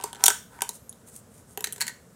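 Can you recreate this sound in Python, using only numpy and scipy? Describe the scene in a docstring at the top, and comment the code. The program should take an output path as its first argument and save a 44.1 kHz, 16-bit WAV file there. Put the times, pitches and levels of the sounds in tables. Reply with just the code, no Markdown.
"""Chopsticks tap and scrape inside a small cup, close to a microphone in a small, faintly noisy room.
Each tap is a bright crack plus the short hollow ring of the cup; each scrape is a run of tiny slips.
After a lull with soft rubbing and a thin squeak, the cup is knocked again and the two chopsticks
clack together. The hardest taps overload the microphone."""
import sys
import numpy as np
from scipy import signal
from scipy.fft import rfft, irfft
from scipy.io import wavfile
from scipy.ndimage import uniform_filter1d

SR = 44100
rng = np.random.default_rng(int(sys.argv[2]) if len(sys.argv) > 2 else 0)


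def store_pcm(level_fs):
    """Save levels as 16-bit WAV."""
    pcm = np.round(np.clip(level_fs, -1, 1) * 32767).astype(np.int16)
    wavfile.write(sys.argv[1], SR, np.atleast_2d(pcm).T)


N = 94815


def amp(db):
    """Turns decibels (dB) into a factor to multiply a sound by."""
    return 10 ** (np.asarray(db) / 20)


def unit(x):
    """Scales a sound to an average (rms) level of 1."""
    return x / np.sqrt(np.mean(x ** 2) + 1e-20)


def fade(t, t60):
    """Dies away by 60 dB every t60 seconds, the fade time."""
    return np.exp(-np.log(1000) * t / t60)


def read(points, hz):
    """Reads between the rows of a table, on a log-frequency scale."""
    row_hz, value = np.transpose(points)
    return np.interp(np.log(hz + 1), np.log(row_hz + 1), value)


def add(mix, start_s, sound):
    """Mixes a sound in at its start time."""
    part = mix[max(round(start_s * SR), 0):][:len(sound)]
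    part += sound[:len(part)]


def colour(x, tone, tilt_db=0, size=2048):
    """Filters a sound to follow a tone table; a positive tilt brightens the treble."""
    hz = abs(np.fft.fftfreq(size, 1 / SR))
    octaves = np.log2(np.maximum(hz, 8000 / 6) / 8000)  # the tilt pivots at 8000 Hz
    log_gain = np.log(amp(read(tone, hz) + tilt_db * octaves))
    spectrum = np.exp(np.conj(signal.hilbert(log_gain)))  # so nothing sounds ahead of a hit
    response = np.fft.ifft(spectrum).real[:size // 2]
    return signal.fftconvolve(x, response / np.linalg.norm(response))[:len(x)]


def room_noise(level_db=-54):
    """Steady low room noise with a little microphone hiss."""
    # Each row: frequency in Hz, level in dB.
    tone = [(20, -40), (45, -5), (68, -1.5), (100, 0), (140, 1), (230, 0.5), (320, -10.5), (480, -5),
            (800, -14.5), (1500, -17), (2300, -26), (4500, -28), (8000, -21), (11000, -26), (16000, -32.5)]
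    gain = amp(read(tone, np.fft.rfftfreq(N, 1 / SR)))
    return amp(level_db) * unit(irfft(rfft(rng.standard_normal(N)) * gain, N))


def crack(tone, t60, tilt_db=0, rise_s=0.0001, hold_s=0.00055, size=4096):
    """A hard hit starts many high vibrations that die at once: a tiny burst of noise."""
    t = np.arange(size) / SR
    shape = (1 - np.exp(-t / rise_s)) * fade(np.maximum(t - hold_s, 0), t60)
    burst = rng.choice([-1., 1.], size) * shape
    return unit(colour(burst, tone, tilt_db)) * np.std(shape)


def ring(hz, t60, swell_cycles=0.95, size=4096):
    """One natural note of a struck object: it swells quickly, then dies away."""
    t = np.arange(size) / SR
    swell = 1 - np.exp(-hz * t / swell_cycles)
    return swell * fade(t, t60) * np.sin(2 * np.pi * hz * t)


def dry_ring(hz, spread_hz, t60, size=4096):
    """Many close notes die together: a dry clack with the energy of a single ring."""
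    band = np.exp(-.5 * ((np.fft.rfftfreq(size, 1 / SR) - hz) / spread_hz) ** 2)
    notes = irfft(band * np.exp(2j * np.pi * rng.random(len(band))))
    bass_cut = signal.butter(2, min(hz / SR, .5), "high")
    sound = signal.lfilter(*bass_cut, notes * fade(np.arange(size) / SR, t60))
    return unit(sound) * np.std(ring(hz, t60, size=size))


def cup(hollow_db, rim_db, wall_db):
    """The cup rings; where it is struck decides how much each part sounds."""
    # The cup's natural notes. Each row: pitch in Hz, level in dB, fade time in seconds.
    notes = [(433, 2, 0.033), (530, -8.5, 0.013), (730, -3.5, .022), (797, -14, 0.015), (941, 1.5, 0.02),
             (1364, -8, 0.032), (1527, 1.5, 0.023), (1674, -10.5, .024)]
    # The part each note belongs to: 0 is the hollow, 1 the rim, 2 the wall.
    parts = [0, 0, 0, 1, 1, 2, 2, 2]
    part_db = [hollow_db, rim_db, wall_db]
    return sum(amp(db + part_db[part]) * ring(hz, t60) for (hz, db, t60), part in zip(notes, parts))


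def taps(cup_lag_s=0.00088):
    """Chopstick tips strike the cup: a crack, the dry ring of tip and shaft, then the cup's body."""
    # Each row: start in seconds, crack level in dB, crack tilt in dB per octave, tip pitch in Hz and
    # level in dB, shaft pitch in Hz and level in dB, then the cup's hollow, rim and wall levels in dB.
    hits = [(.0005, -36, -7, 7960, -54, 3300, -51, -43, -28.5, -44),
            (0.0116, -34.5, -7, 7900, -52, 3330, -54, -47, -44, -40.5),
            (0.0244, -39.5, -10, 8200, -38, 3300, -52, -59, -58, -60),
            (.0380, -24.5, 1.5, 8100, -40, 4800, -47, -72, -30, -58),
            (.0400, -22.5, -0.5, 8150, -22.5, 4900, -28, -25.5, -19, -56),
            (0.13, -30, -3.5, 7700, -47, 3300, -33, -50, -32.5, -43),
            (0.148, -40, -0.5, 7600, -44, 3350, -39, -42, -64, -41),
            (0.1568, -39, -7, 8000, -52, 3260, -44, -49, -59, -45),
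            (0.1655, -40, -7, 8000, -58, 3300, -55, -43, -63, -49),
            (0.2087, -38, -8, 8000, -53, 3320, -64, -59, -45.5, -46.5),
            (0.239, -2, 0.5, 9400, -18, 5760, -11, -36, -18, -21.5),
            (0.2591, -6.5, 4, 7840, -8.5, 3640, -20.5, -40, -40, -30),
            (0.2635, -3, 4.5, 6450, -9.5, 3430, -11.5, -55, -23.5, -26.5),
            (0.2811, -3.5, -2, 8250, -5, 3550, -18, -26.5, -15, -17),
            (0.303, -16.5, 0.5, 6500, -16.5, 3450, -42, -29, -61.5, -17),
            (0.589, -50, -2, 9000, -56, 2020, -40, -63, -32.5, -46.5),
            (0.6076, -31.5, -5.5, 9000, -41, 2050, -37, -65, -36, -35),
            (.6198, -14, -2.5, 9040, -16, 3170, -41, -32.5, -17, -28),
            (.6914, -20.5, 3, 6870, -21, 3920, -29, -38, -31.5, -48),
            (.8940, -45.5, 10, 9820, -26, 6600, -38.5, -72, -56, -74),
            (0.927, -48, -1, 11400, -41.5, 3790, -45, -65, -72, -75),
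            (1.1629, -32.5, 7, 9000, -31.5, 4470, -57.5, -70, -63.5, -66.5),
            (1.5745, -25.5, -3.5, 12200, -23.5, 2700, -32, -27, -31.5, -44),
            (1.6070, -27.5, 2, 12800, -32, 2770, -39, -36, -38, -43),
            (1.6237, -39, 14, 10300, -38, 2800, -68, -47, -39, -64),
            (1.7244, -25, 5.5, 11500, -26, 3200, -35.5, -54, -58, -49),
            (1.7296, -32, 7, 8900, -24.5, 3100, -48, -45, -58, -62)]
    # Each row: frequency in Hz, level in dB.
    crack_tone = [(60, -52), (250, -30.5), (620, -17.5), (800, 2), (1180, -26), (1600, -8.5), (2700, -9.5),
                  (3400, -5), (4800, -8.5), (6600, 0), (8300, 2), (10500, -1.5), (13000, -7.5),
                  (16000, -9.5)]
    out = np.zeros(N)
    for start, crack_db, tilt_db, tip_hz, tip_db, shaft_hz, shaft_db, *cup_db in hits:
        contact = amp(crack_db) * crack(crack_tone, t60=0.0092, tilt_db=tilt_db)
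        tip = amp(tip_db) * dry_ring(tip_hz, spread_hz=750, t60=0.018)
        shaft = amp(shaft_db) * dry_ring(shaft_hz, spread_hz=287, t60=0.021)
        add(out, start, contact + tip + shaft)
        add(out, start + cup_lag_s, cup(*cup_db))
    return out


def rubs(slips_per_s=3800, spread_db=3.5):
    """Chopsticks slide in tiny slips that hiss, grate and set the cup ringing."""
    # Each row: start and length in seconds, then the hiss, grit and cup levels in dB.
    strokes = [(0, 0.12, -60.5, -52, -49.5), (0.161, 0.17, -58.5, -53, -44.5),
               (0.502, 0.1, -62.5, -62, -53), (0.726, 0.052, -46, -77, -70),
               (1.061, 0.05, -50.5, -65, -65.5), (1.103, .11, -49.5, -71, -75),
               (1.297, 0.15, -58.5, -68.5, -72), (1.464, 0.097, -57, -76, -69)]
    # Each row of both tables: frequency in Hz, level in dB.
    hiss_tone = [(500, -18), (2500, -24), (5000, -11.5), (7500, -1), (9000, 3), (11500, -6), (16000, -14.5)]
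    grit_tone = [(300, -24), (1200, -5.5), (2200, -0.5), (2800, -4), (3500, -2.5), (5000, -4), (8000, -5.5),
                 (16000, -15.5)]
    sizes = rng.choice([-1, 1], N) * amp(spread_db * np.minimum(rng.exponential(1, N), 4))
    slips = (rng.random(N) < slips_per_s / SR) * sizes
    hiss, grit = unit(colour(slips, hiss_tone)), unit(colour(slips, grit_tone))
    body = unit(signal.fftconvolve(slips, cup(hollow_db=-14, rim_db=0, wall_db=-3))[:N])
    out = np.zeros(N)
    for start, length, hiss_db, grit_db, body_db in strokes:
        swell = np.sin(np.pi * np.clip((np.arange(N) / SR - start) / length, 0, 1))
        out += swell * (amp(hiss_db) * hiss + amp(grit_db) * grit + amp(body_db) * body)
    return out


def squeak(waver_hz=35):
    """A very faint, thin tone that glides and wavers a little."""
    # Each row: time in seconds, pitch in Hz, level in dB.
    glide = [(.5, 12600, -91), (.565, 12600, -71), (.6, 13200, -70), (.65, 13000, -72), (.78, 12800, -66),
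             (.81, 12600, -64), (.855, 12650, -62), (.885, 12300, -68), (.92, 11900, -87)]
    times, hz, db = np.transpose(glide)
    t = np.arange(N) / SR
    waver = unit(uniform_filter1d(rng.standard_normal(N), size=200))
    pitch = np.interp(t, times, hz) + waver_hz * waver
    level = np.interp(t, times, amp(db), left=0, right=0)
    return level * np.sin(2 * np.pi * np.cumsum(pitch) / SR)


def clacks(spread_hz=210):
    """The chopsticks knock together at the cup's rim; the grip shifts their pitch."""
    # Each row: start in seconds, crack and ring levels in dB, lowest pitch in Hz,
    # then the cup's hollow and rim levels in dB.
    hits = [(1.6420, -18.5, -17.5, 1880, -39.5, -64), (1.6714, -30, -33, 1900, -35.5, -67),
            (1.7611, -38, -44, 1770, -46, -62), (1.7806, -39.5, -46, 1980, -42, -40),
            (1.8024, -37, -57, 2050, -57, -63), (1.8075, -20.5, -23, 2000, -65, -41),
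            (1.8141, -20.5, -15, 2037, -53, -29), (1.8215, -22.5, -23, 1900, -49, -42),
            (1.8675, -28.5, -32.5, 1900, -53, -40), (1.8797, -23, -29, 2106, -56, -37),
            (1.8941, -40.5, -41, 1980, -66, -37.5)]
    # A bending chopstick's notes. Each row: multiple of lowest pitch, level in dB, fade time in seconds.
    notes = [(1, -17.5, 0.015), (2.15, 2, 0.015), (3.46, -2, 0.011), (4.1, -13, 0.014), (4.92, -9.5, 0.017)]
    # Each row: frequency in Hz, level in dB.
    crack_tone = [(60, -30), (400, -18.5), (620, -15.5), (850, -2), (1130, -12.5), (1650, 3), (2400, -1),
                  (3000, -5), (4300, -6), (5200, -4), (8300, 1.5), (12000, -6), (16000, -10.5)]
    out = np.zeros(N)
    for start, crack_db, ring_db, hz, hollow_db, rim_db in hits:
        bending = sum(amp(db) * dry_ring(hz * ratio, spread_hz, t60) for ratio, db, t60 in notes)
        contact = amp(crack_db) * crack(crack_tone, t60=0.024)
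        body = cup(hollow_db, rim_db, wall_db=rim_db - 5)
        add(out, start, contact + amp(ring_db) * bending + body)
    return out


def room(x, tail_db=-12, build_s=0.0035):
    """Sound bounces off the table and walls: a few quick echoes and a short, blurred tail."""
    # Each row: delay in seconds, level in dB.
    echoes = [(.0052, -17.5), (.0092, -21.5), (0.0176, -20)]
    # Each row: frequency in Hz, level in dB.
    tail_tone = [(100, 14.5), (500, 4), (1500, 4), (4000, -2), (7000, 1.5), (10000, -5), (16000, -8.5)]
    # Each row: frequency in Hz, fade time in seconds.
    fade_times = [(100, .2), (400, 0.073), (900, 0.24), (1600, 0.32), (3500, 0.35), (7500, 0.28),
                  (11000, 0.33), (16000, 0.45)]
    hz, t, bands = signal.stft(rng.standard_normal(SR), SR, nperseg=256)
    bands = bands * amp(read(tail_tone, hz))[:, None] * fade(t, read(fade_times, hz)[:, None])
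    tail = signal.istft(bands, SR, nperseg=256)[1][:SR]
    tail *= 1 - np.exp(-np.arange(SR) / SR / build_s)
    response = amp(tail_db) * tail / np.linalg.norm(tail)
    for delay, db in echoes:
        add(response, delay, np.array([amp(db)]))
    return x + signal.fftconvolve(x, response)[:N]


def scene():
    """All the chopstick sounds in the room, over its steady noise."""
    return (room(taps() + clacks() + rubs() + squeak()) + room_noise())[None]


def record(dry, bass_hz=45, top_hz=15800):
    """The microphone overloads on the hardest taps and loses the deepest bass and highest treble."""
    overloaded = np.clip(dry, -1, 1)
    bass_cut = signal.butter(2, bass_hz, "high", fs=SR)
    treble_cut = signal.firwin(255, top_hz, window=("kaiser", 10), fs=SR)
    return signal.oaconvolve(signal.lfilter(*bass_cut, overloaded), treble_cut[None], "same")


dry = scene()
out = record(dry)
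store_pcm(out)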